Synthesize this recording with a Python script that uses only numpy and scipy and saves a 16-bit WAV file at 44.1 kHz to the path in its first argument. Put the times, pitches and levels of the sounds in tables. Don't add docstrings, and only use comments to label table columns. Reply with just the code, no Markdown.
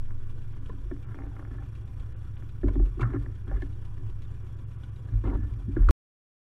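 import sys
import numpy as np
from scipy import signal
from scipy.fft import rfft, irfft
from scipy.io import wavfile
from scipy.ndimage import uniform_filter1d

SR = 44100
rng = np.random.default_rng(int(sys.argv[2]) if len(sys.argv) > 2 else 0)


def pcm_store(signal):
    levels = np.round(np.clip(np.atleast_2d(signal), -1, 1) * 32767)
    wavfile.write(sys.argv[1], SR, levels.astype(np.int16).T)


def volts_from_decibels(level):
    exponent = np.asarray(level, float) / 20
    return 10 ** exponent


N = 285150

# time_s, level_db
SWAY = [(0.0, -27), (0.1, -27), (0.38, -32), (1.2, -40.5), (1.71, -46), (2.1, -39), (2.4, -39), (2.75, -38),
        (3.2, -45), (3.4, -39), (3.57, -39.5), (3.85, -35), (4.18, -34.5), (4.48, -41), (5.3, -47.5),
        (5.42, -36), (5.68, -57), (5.76, -37)]
SWAY_HZ = 13.35
# peak_s, level_db, pitch_hz, rise_s, fall_s (rise and fall span 20 dB)
BOOMS = [(0.72, -43, 42.8, .3, 0.15), (0.86, -32, 44, 0.11, 0.19), (1.237, -35.5, 46.83, 0.028, 0.28),
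         (1.5, -37.5, 44.67, 0.046, 0.34), (1.61, -50, 48.33, 0.17, 0.053),
         (1.93, -44.5, 45.64, 0.32, 0.089), (2.004, -32, 40, 0.033, 0.064),
         (2.669, -19.5, 47, 0.051, 0.059), (2.83, -15.5, 42.8, .13, 0.086),
         (3.043, -26.5, 45.6, 0.12, 0.081), (3.134, -30.5, 47.04, 0.032, 0.044),
         (3.214, -26.5, 47.6, 0.035, 0.049), (3.289, -27.5, 48.54, 0.02, 0.018),
         (3.55, -22, 45.24, 0.074, 0.062), (3.655, -30.5, 47.96, 0.091, 0.03),
         (4.139, -36.5, 41.18, 0.26, 0.087), (5.163, -18.5, 45.59, 0.044, 0.062),
         (5.293, -21.5, 47.7, 0.061, 0.046), (5.357, -17.5, 45.72, 0.02, 0.02),
         (5.427, -25, 51.3, 0.035, 0.068), (5.517, -33, 46.9, 0.026, 0.074), (5.616, -34, 46.7, 0.11, 0.11),
         (5.739, -23.5, 46.75, 0.026, 0.019), (5.813, -14.5, 40.1, 0.037, 0.72)]
SLAM_S = 5.885
CUT_S = 5.9089
# start_s, peak_db, pitch_hz, swell_s
THUDS = [(0.692, -49, 195, 0.028), (1.048, -39, 112, 0.047), (2.639, -35, 205, 0.021),
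         (2.652, -21.5, 89, 0.015), (5.7675, -19, 325, 0.0037), (5.785, -34, 201.2, 0.0071),
         (2.77, -24.5, 105.7, 0.014), (3.014, -19.5, 117.8, 0.021), (3.145, -26.5, 115, 0.02),
         (3.498, -43, 94.4, 0.045), (3.518, -34, 129.4, 0.014), (4.03, -33, 106.4, 0.034),
         (5.12, -22.5, 105.8, 0.023), (5.25, -24, 101.6, 0.011), (5.288, -41.5, 202.6, 0.047),
         (5.339, -45, 70.8, 0.013), (5.387, -22, 88.2, 0.0045), (5.428, -31, 86, 0.022),
         (5.521, -26, 107.1, 0.0099), (5.633, -41.5, 111.4, 0.039), (5.676, -25, 89.9, 0.01),
         (5.68, -28.5, 203, 0.0048), (5.74, -35, 111.7, 0.047), (5.789, -32.5, 77, 0.029),
         (5.881, -4.5, 55.98, 0.057), (0.101, -60, 270, 0.055), (0.19, -57.5, 380, 0.021),
         (0.578, -53, 269.4, 0.038), (0.771, -49.5, 270, 0.011), (0.85, -49.5, 358, 0.0088),
         (1.149, -49, 290, 0.0026), (1.2, -41.5, 278, 0.01), (1.238, -43.5, 286.5, 0.024),
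         (1.393, -42.5, 308, 0.0038), (1.512, -42, 281, 0.0052), (5.124, -43, 269, 0.0089),
         (5.388, -35, 291, 0.0068), (5.39, -35, 215, 0.0067), (5.453, -44, 285, 0.014),
         (5.546, -50.5, 279.3, 0.045), (5.67, -46, 324.7, 0.008), (3.06, -35, 204, 0.0059),
         (3.092, -36, 274, 0.0066), (3.261, -46.5, 258, 0.0067), (5.278, -31, 277, 0.017),
         (5.312, -34, 275, 0.011), (5.352, -36.5, 290, .01), (5.8946, -22, 310, 0.0019),
         (0.914, -45, 221, 0.013), (1.08, -51.5, 200, .03)]
# start_s, peak_db, pitch_hz, swell_s
RINGS = [(0.6949, -40, 460, 0.0031), (0.6988, -42.5, 1033, 0.0032), (0.705, -52, 1040, 0.005),
         (0.9125, -47, 1760, 0.002), (0.9135, -45, 650, 0.0023), (1.025, -62.5, 2330, 0.0064),
         (1.185, -53.5, 790, 0.027), (1.264, -69, 2370, 0.0031), (1.595, -57, 790, 0.016),
         (2.632, -46, 1734, 0.0022), (2.684, -42, 640, 0.0032), (2.6845, -41, 1010, 0.0029),
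         (2.6844, -52.5, 2260, 0.0028), (2.77, -37.5, 199, 0.019), (2.86, -62, 1146, 0.0089),
         (3.005, -45.5, 2300, 0.0048), (3.012, -38.5, 1000, 0.0061), (3.112, -54, 1750, .009),
         (3.052, -41, 1255, 0.0047), (3.165, -47, 1707, 0.0033), (5.374, -59, 1723, .006),
         (5.403, -56, 1746, 0.0055), (5.444, -60.5, 1760, 0.0099), (3.261, -42.5, 1783, 0.00096),
         (3.514, -39.5, 564, 0.0029), (3.518, -46.5, 784, 0.0071), (3.565, -54, 2050, 0.0022),
         (3.62, -51, 2135, 0.0026), (3.6212, -38.5, 1730, 0.003), (3.96, -56, 280, 0.046),
         (3.991, -59, 363, 0.033), (1.3647, -45.5, 1210, 0.00098), (1.3926, -44, 1110, 0.00099),
         (1.183, -55, 1740, 0.0024), (1.4495, -54, 840, 0.00086), (1.3155, -53, 855, 0.0011),
         (3.61, -54, 1740, 0.0036), (3.477, -61.5, 3260, 0.0032), (4.247, -66, 3630, 0.0036),
         (4.8345, -55.5, 1475, 0.0046), (4.8354, -52, 3330, .0007), (4.96, -65, 3790, 0.0028),
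         (5.086, -51.5, 1690, 0.0021), (5.2506, -57, 2070, 0.0068), (5.2695, -50, 972, 0.011),
         (5.3258, -47, 938, .009), (5.4208, -64, 1740, 0.01), (5.7655, -38, 1680, 0.0015),
         (5.8873, -20.5, 1330, 0.0013), (5.8904, -27.5, 1109, 0.0018),
         (0.9116, -45, 1100, 0.0011), (1.1444, -55, 1443, 0.0011), (1.394, -49, 1809, 0.0015),
         (1.581, -53.5, 1730, 0.0041), (2.6922, -50, 1464, 0.0016), (2.7552, -49.5, 1770, 0.0012),
         (2.9945, -40, 1218, 0.001), (3.0117, -37, 2200, 0.0012), (3.0165, -29.5, 1240, 0.0015),
         (3.0239, -52.3, 2713, 0.0035), (3.0282, -44.5, 1340, 0.012), (3.037, -50, 1710, 0.0027),
         (3.07, -49.4, 1060, 0.0035), (3.0777, -46.1, 1350, 0.0026), (3.1111, -50, 1314, 0.0011),
         (3.1587, -42, 1220, 0.0023), (3.16, -52, 1701, 0.0051), (3.497, -47, 1644, 0.0012),
         (3.514, -49, 1680, 0.0011), (3.514, -58, 1730, 0.0046), (3.5395, -48, 1780, 0.0011),
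         (3.561, -46, 1227, 0.0014), (3.568, -47.5, 1701, 0.003), (5.2477, -48, 1290, 0.0039),
         (5.248, -50, 1744, 0.0023), (5.2511, -43, 861, 0.0011), (5.265, -50, 1012, 0.0032),
         (5.2895, -52.8, 1701, 0.0011), (5.299, -49, 2046, 0.0011), (5.3342, -41, 926, 0.0013),
         (5.3478, -49, 890, 0.0011), (5.7669, -46, 1680, 0.0021), (5.7941, -56, 1315, 0.0032),
         (5.8253, -53.7, 1680, 0.002)]

# start_s, click_db, panel_db, brightest_panel_hz, click_tilt_db_per_octave
KNOCKS = [(0.6948, -35, -48.5, 264, -1), (0.729, -46, -47, 284, -4), (0.912, -31, -32, 334, -4.5),
          (2.633, -27.5, -22.5, 315, -7.5), (2.6815, -31, -40, 362, -1.5), (2.754, -34.5, -26.5, 293, -2),
          (2.795, -34.5, -28.5, 335, -7.5), (2.969, -47, -37, 344.3, -1), (2.994, -33, -33, 346, -6),
          (3.017, -44, -34.5, 370, -1), (3.135, -30, -26, 325, -1), (3.153, -52, -35, 277.6, -2),
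          (3.476, -52, -43, 274.6, .5), (3.513, -36.5, -43.5, 365.5, -1), (3.6205, -33, -34, 320, 0),
          (5.239, -40, -58, 286.2, 3), (5.3, -37, -45, 380, 3), (5.315, -36, -43, 276.9, -1),
          (5.349, -53, -40, 283, 5), (5.419, -56, -59, 290, 11), (5.506, -53, -58, 290, 5),
          (5.575, -51, -59, 290, 8), (5.685, -65, -34.5, 265, 2), (5.7665, -35, -36.5, 281, 4),
          (5.892, -23.5, -31, 300, -1)]
# start_s, click_db
TICKS = [(0.106, -40), (0.964, -41.5), (1.088, -46), (1.144, -34.5), (1.188, -31), (1.2051, -37),
         (1.22, -38), (1.235, -38), (1.254, -43), (1.318, -46), (1.341, -53), (1.366, -33.5),
         (1.394, -33.5), (1.426, -35), (1.45, -37), (1.473, -44), (1.515, -54), (1.55, -43), (1.585, -39),
         (1.623, -36), (2.423, -40), (3.264, -36), (3.977, -46), (5.085, -60), (5.137, -43.5)]
TICK_PANEL_DB, TICK_PANEL_HZ, TICK_TILT_DB = -52.5, 290, 3
TICK_DAMPING = 1.3
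CONTACT_S, TICK_CONTACT_S = 0.0013, 0.00035
PANEL_SWELL_S = 0.0058
# pitch_hz, level_db, t60_s
PANEL = [(195, -23.5, 0.092), (270, -0.5, 0.083), (285.9, -5, 0.24), (340, 7.5, 0.069), (382, 1.5, 0.11),
         (423, -10, .04)]
# pitch_hz, level_db, t60_s
FITTINGS = [(487, -15, .03), (604, 3, 0.036), (678, -4, 0.05), (790, 1.5, 0.054), (926, -4.5, 0.088),
            (1103, -1, 0.062), (1174, 0, 0.046), (1330, 0.5, 0.022), (1412, 9, 0.014), (1600, -3, 0.04),
            (1730, 3, 0.031), (1950, -7.5, 0.023), (2110, -4, 0.036), (2300, -29, 0.014),
            (2570, -20.5, .02), (2862, -19.5, .04)]

# start_s, length_s, creak_db, panel_db, brightest_hz
RUBS = [(1.044, 0.087, -61.5, -54.5, 1390), (1.146, 0.13, -61, -44, 820), (1.307, 0.21, -63.5, -59, 790),
        (1.508, 0.13, -63.5, -52, 1600), (2.632, 0.046, -65, -35, 1488), (2.694, 0.061, -66, -40, 900),
        (2.806, 0.067, -73, -45.5, 1097), (2.994, 0.031, -48, -34, 1290), (3.029, 0.0074, -36, -50, 1330),
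        (3.041, 0.053, -51.5, -45.5, 1340), (3.102, 0.046, -55.5, -42, 1600),
        (3.146, 0.022, -51.5, -31.5, 1630), (3.21, 0.095, -67, -47, 1500), (3.471, 0.058, -61, -41, 1559),
        (3.524, 0.069, -58.5, -40, 1740), (5.239, 0.12, -51, -32.5, 990), (5.24, 0.055, -53.5, -59, 2900),
        (5.293, 0.03, -63, -47, 2730), (5.357, 0.094, -64.5, -49, 1712), (5.467, 0.057, -68, -54.5, 1500),
        (5.684, 0.13, -82, -54, 1495), (5.762, 0.044, -55, -34.5, 1470), (5.817, 0.073, -60, -46, 1530)]
RUB_RISE_S, RUB_FALL_S = 0.0028, 0.0062
# start_s, peak_db, decay_s
SNAPS = [(0.66, -60, 0.012), (0.6945, -66, 0.01), (1.026, -63, 0.008), (1.751, -61, 0.015),
         (1.876, -64, 0.0063), (1.996, -63, 0.0077), (2.368, -56, 0.008), (2.681, -56, 0.01),
         (2.855, -64, 0.0037), (2.996, -53.5, 0.0044), (3.009, -46, 0.01), (3.016, -54, 0.008),
         (3.6195, -53.5, 0.0063), (3.85, -59, 0.007), (4.098, -62, 0.0057), (4.219, -59.5, 0.014),
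         (4.838, -59, 0.0075), (4.959, -66.5, 0.0054), (5.242, -63, 0.0071), (5.254, -69, 0.04),
         (5.2985, -68, 0.011), (5.3389, -65, 0.0056), (5.538, -59, 0.0049), (5.889, -39, 0.0053)]

# time_s, engine_cycles_hz
SPEED = [(0.0, 8.208), (0.45, 8.324), (0.75, 8.131), (1.1, 8.273), (1.6, 8.268), (1.95, 8.03), (2.3, 8.185),
         (2.95, 8.201), (3.45, 7.897), (3.8, 8.14), (4.8, 8.094), (5.3, 7.795), (6.0, 8.284)]
FIRST_TURN = -1.443
# multiple_of_cycle_rate, level_db
ORDERS_DB = [(5, -59), (7, -64), (8, -42.5), (9, -59), (10, -61.5), (11, -63), (12, -45), (13, -42.5),
             (14, -49.5), (15, -65.5), (16, -49), (17, -73.5), (18, -73), (19, -62), (20, -68.5), (21, -69),
             (27, -77.5), (23, -62), (24, -72.5), (32, -71.5), (40, -71), (44, -73.5)]
# time_s, level_db
CARRY = [(0.0, -1.7), (0.7, -1.7), (0.85, -6.5), (1.0, -2.5), (1.25, -3.5), (1.549, -1), (1.75, -0.5),
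         (2.5, -1.5), (3.3, 0.3), (4.0, -0.5), (4.4, -1.2), (5.0, 0), (6.0, 1.3)]
# frequency_hz, level_db_per_hz
WASH = [(40, -8.5), (110, -2.5), (150, -25), (230, -19), (330, -18.5), (480, -28.5), (850, -36),
        (1200, -31.5), (1780, -36), (1980, -40), (3600, -45), (3900, -49.5), (11800, -54), (12900, -64)]
WASH_DB = -50
# frequency_hz, level_db_per_hz
SPIT = [(800, -10.5), (1500, 1.5), (2300, 9), (3400, 8), (5000, -5), (9000, -9.5), (14000, -26)]
SPIT_DB = -63
# frequency_hz, width_hz, boost_db
CABIN = [(256, 20, 5), (370, 13, 7.5), (502, 26, 7), (790, 19, 9.5), (996, 54, 8), (1140, 36, 6),
         (1475, 150, 5), (1730, 70, 3.5), (2384, 87, 7), (2854, 60, 7), (3350, 180, 6)]

# pitch_hz, level_db, share_of_picture_period
WHINES = [
    (5640, -77, .3),
    (11292, -83, .3),
    (13620, -90, 1.0),
]
PICTURES_PER_S, PICTURE_START_S = 23.976, 0.017
# start_s, length_s
WHINE_ON = [(.44, .08), (.59, .04), (.92, .28), (1.24, .07), (1.34, .16), (1.63, .09), (1.9, .14),
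            (2.23, .08), (2.42, .34), (2.82, .08), (2.98, .29), (3.56, .16), (4.05, .07), (4.18, .18),
            (4.43, .15), (4.61, .04), (5.16, .05), (5.29, .22), (5.54, .055), (5.79, .11)]
# start_s, length_s
DROPOUTS = [(0.538, 0.0012), (0.601, 0.0013), (1.052, 0.0066), (1.269, 0.0016), (1.842, 0.0034),
            (2.132, 0.022), (2.366, 0.0015), (3.445, 0.0016), (4.435, 0.0013), (4.556, 0.0014),
            (4.646, 0.011), (4.772, 0.002), (4.902, 0.001), (5.06, 0.0017)]


def evened(x):
    return x / np.sqrt(np.mean(x ** 2) + 1e-20)


def follow(points, t):
    return np.interp(t, *np.transpose(points))


def read(points, hz):
    f, value = np.transpose(points)
    return np.interp(np.log(hz + 1), np.log(f + 1), value, right=value[-1] - 10)


def add(mix, start_s, sound):
    part = mix[round(start_s * SR):][:len(sound)]
    part += sound[:len(part)]


def drift(per_s):
    steps = rng.standard_normal(int(per_s * N / SR) + 2)
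    places = np.linspace(0, len(steps) - 1, N)
    return evened(np.interp(places, np.arange(len(steps)), steps))


def coloured(points, patchy_db):
    frames, hz = N // 256 + 5, np.fft.rfftfreq(1024, 1 / SR)
    real, imag, patches = rng.standard_normal((frames, 513, 3)).T
    patches = uniform_filter1d(patches, size=10, axis=0)
    patches = evened(uniform_filter1d(patches, size=8, axis=1))
    spectrum = (real + 1j * imag) * volts_from_decibels(read(points, hz)[:, None] + patchy_db * patches)
    return evened(signal.istft(spectrum, nperseg=1024, noverlap=768)[1][:N])


def ringing(modes, bright_hz=1000, fall_db=0, flip=1, tilt_db=0):
    t = np.arange(SR // 5)[:, None] / SR
    hz, db, t60 = np.transpose(modes)
    octaves = np.log2(hz / bright_hz)
    db = db - fall_db * abs(octaves) + tilt_db * octaves
    waves = np.sin(2 * np.pi * hz * t) * flip ** np.arange(len(hz))
    ring = (volts_from_decibels(db - 60 * t / t60) * waves).sum(1)
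    return ring / np.linalg.norm(ring)


def sway(t):
    return np.sqrt(2) * volts_from_decibels(follow(SWAY, t)) * np.cos(2 * np.pi * (SWAY_HZ * t - 0.1))


def boom(t):
    level = sum(volts_from_decibels(db - 20 * np.maximum((s - t) / rise, (t - s) / fall)) for s, db, hz, rise, fall in BOOMS)
    peak_s, _, pitch_hz = np.transpose(BOOMS)[:3]
    turns = np.cumsum(np.interp(t, peak_s, pitch_hz)) / SR + 0.013 * drift(1.8)
    until_slam = np.clip((SLAM_S - t) / 0.008 + 1, 0, 1)
    return np.sqrt(2) * level * until_slam * np.cos(2 * np.pi * turns)


def fuselage():
    t = np.arange(N) / SR
    out = sway(t) + boom(t)
    for s, db, hz, swell in THUDS + RINGS:
        u = np.arange(round(8 * swell * SR)) / SR
        shape = u / swell * np.exp(1 - u / swell)
        add(out, s, -volts_from_decibels(db) * shape * np.sin(2 * np.pi * hz * u))
    return out


def fitting_click(rough, contact_s, damping, tilt_db):
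    u = np.arange(len(rough)) / SR / contact_s
    blow = 0.77 * (u == 0) + rough * u * np.exp(1 - u)
    fittings = np.array(FITTINGS) / [1, 1, damping]
    ring = ringing(fittings, 890.0, fall_db=-4.0, tilt_db=tilt_db)
    click = signal.fftconvolve(blow, np.convolve(ring, np.hanning(26)))
    return click / abs(click).max()


def panel_answer(bright_hz):
    panel = ringing(PANEL, bright_hz, fall_db=13.0, flip=-0.61)
    panel *= 1 - np.exp(-(np.arange(len(panel)) / SR / PANEL_SWELL_S) ** 2)
    return panel / abs(panel).max()


def knocks():
    out = np.zeros(N)
    blows = [(hit, CONTACT_S, 1) for hit in KNOCKS]
    for s, db in TICKS:
        hit = (s, db, TICK_PANEL_DB, TICK_PANEL_HZ, TICK_TILT_DB)
        blows.append((hit, TICK_CONTACT_S, TICK_DAMPING))
    roughs = rng.standard_normal((len(blows), 2000))
    for (hit, contact_s, damping), rough in zip(blows, roughs):
        s, click_db, panel_db, panel_hz, tilt_db = hit
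        add(out, s + 0.00033, volts_from_decibels(click_db - 3.5) * fitting_click(rough, contact_s, damping, tilt_db))
        add(out, s + 0.0005, volts_from_decibels(panel_db + 4) * panel_answer(panel_hz))
    return out


def rubbing():
    out = np.zeros(N)
    happens = rng.random((2, N)) < 2500 / SR
    slips = rng.standard_normal((2, N)) * happens * volts_from_decibels(1.7 * drift(82.0))
    drum = evened(signal.oaconvolve(slips[1], ringing(PANEL, 300, fall_db=8.5))[:N])
    for s, length, creak_db, panel_db, hz in RUBS:
        near = slice(round((s - 0.06) * SR), round((s + length + 0.06) * SR))
        t = np.arange(near.start, near.stop) / SR
        padding = signal.butter(4, [560, max(1950, 1.25 * hz)], "band", fs=SR, output="sos")
        padded = signal.sosfilt(padding, slips[0, near])
        creak = evened(signal.fftconvolve(padded, ringing(FITTINGS, hz, fall_db=12.0))[:len(t)])
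        rise = np.clip((t - s) / RUB_RISE_S + 0.5, 0, 1)
        fall = np.exp(-np.maximum(t - s - length, 0) / RUB_FALL_S)
        rub = volts_from_decibels(creak_db + 0.86) * creak + volts_from_decibels(panel_db - 6.5) * drum[near]
        add(out, near.start / SR, rise * fall * rub)
    return out


def snaps():
    t = np.arange(N) / SR
    shape = sum(volts_from_decibels(db) * (t > s) * np.exp(-abs(t - s) / decay) for s, db, decay in SNAPS)
    return uniform_filter1d(shape, size=40) * coloured(SPIT, patchy_db=1.5)


def exhaust_note(turns):
    hum = np.zeros(N)
    for order, db in ORDERS_DB:
        n = order - 12
        lag = 0.22 - 0.23 * n - 0.16 * n * (n - 1)
        level = np.sqrt(2) * volts_from_decibels(db + 0.89 * drift(6.0))
        hum += level * np.cos(2 * np.pi * (order * turns - lag + 0.03 * drift(3.3)))
    return volts_from_decibels(follow(CARRY, np.arange(N) / SR)) * hum


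def cabin(x):
    hz = np.fft.rfftfreq(N, 1 / SR)
    boost_db = sum(db / (1 + (2 * (hz - f) / width) ** 2) for f, width, db in CABIN)
    return irfft(rfft(x) * volts_from_decibels(boost_db), N)


def propeller_wash(turns):
    cycle_db = 0.5 * np.cos(2 * np.pi * (turns - 0.05))
    firing_db = 1.4 * np.cos(2 * np.pi * (4 * turns - 0.1))
    throb_db = cycle_db + firing_db + 1.1 * drift(45.0)
    return volts_from_decibels(WASH_DB + throb_db) * cabin(coloured(WASH, patchy_db=1.5))


def exhaust_spit(turns):
    strength_db = rng.uniform(-5, 2, 64)[np.floor(turns + 0.03).astype(int) + 2]
    since = (turns + 0.011) % 1
    puff = (1 - np.exp(-since / 0.027)) * np.exp(-since / 0.11)
    return volts_from_decibels(SPIT_DB + strength_db) * puff * coloured(SPIT, patchy_db=3.0)


def tow_plane():
    turns = FIRST_TURN + np.cumsum(follow(SPEED, np.arange(N) / SR)) / SR
    return exhaust_note(turns) + propeller_wash(turns) + exhaust_spit(turns)


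def electronics():
    t = np.arange(N) / SR
    place = (t - PICTURE_START_S) * PICTURES_PER_S % 1
    stretches = sum(abs(t - s - length / 2) < length / 2 for s, length in WHINE_ON)
    stretches = np.maximum(stretches, drift(60) > 2.3)
    flutter = stretches * volts_from_decibels(5 * drift(180)) * np.sign(drift(90))
    out = np.zeros(N)
    for hz, db, share in WHINES:
        gate = 1.0 * (place < share) if share < 1 else flutter
        out += volts_from_decibels(db) * uniform_filter1d(gate, size=130) * np.sin(2 * np.pi * hz * t)
    return out


def scene():
    return (fuselage() + knocks() + rubbing() + snaps() + tow_plane() + electronics())[None]


def band_limit(x):
    return signal.sosfilt(signal.butter(12, 16010, fs=SR, output="sos"), x)


def record(dry):
    t = np.arange(N) / SR
    highpass = signal.butter(4, 3600, "high", fs=SR, output="sos")
    treble = signal.sosfiltfilt(highpass, dry)
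    lost = np.zeros(N)
    for s, length in DROPOUTS:
        gap = abs(t - s - length / 2 - 0.003) < length / 2 + 0.005
        lost += 0.93 * uniform_filter1d(1.0 * gap, size=120)
    mix = (dry - lost * treble) * (t < CUT_S)
    mix = signal.oaconvolve(mix, signal.firwin(511, 16150, fs=SR)[None], "same")
    return band_limit(mix)


dry = scene()
out = record(dry)
pcm_store(out)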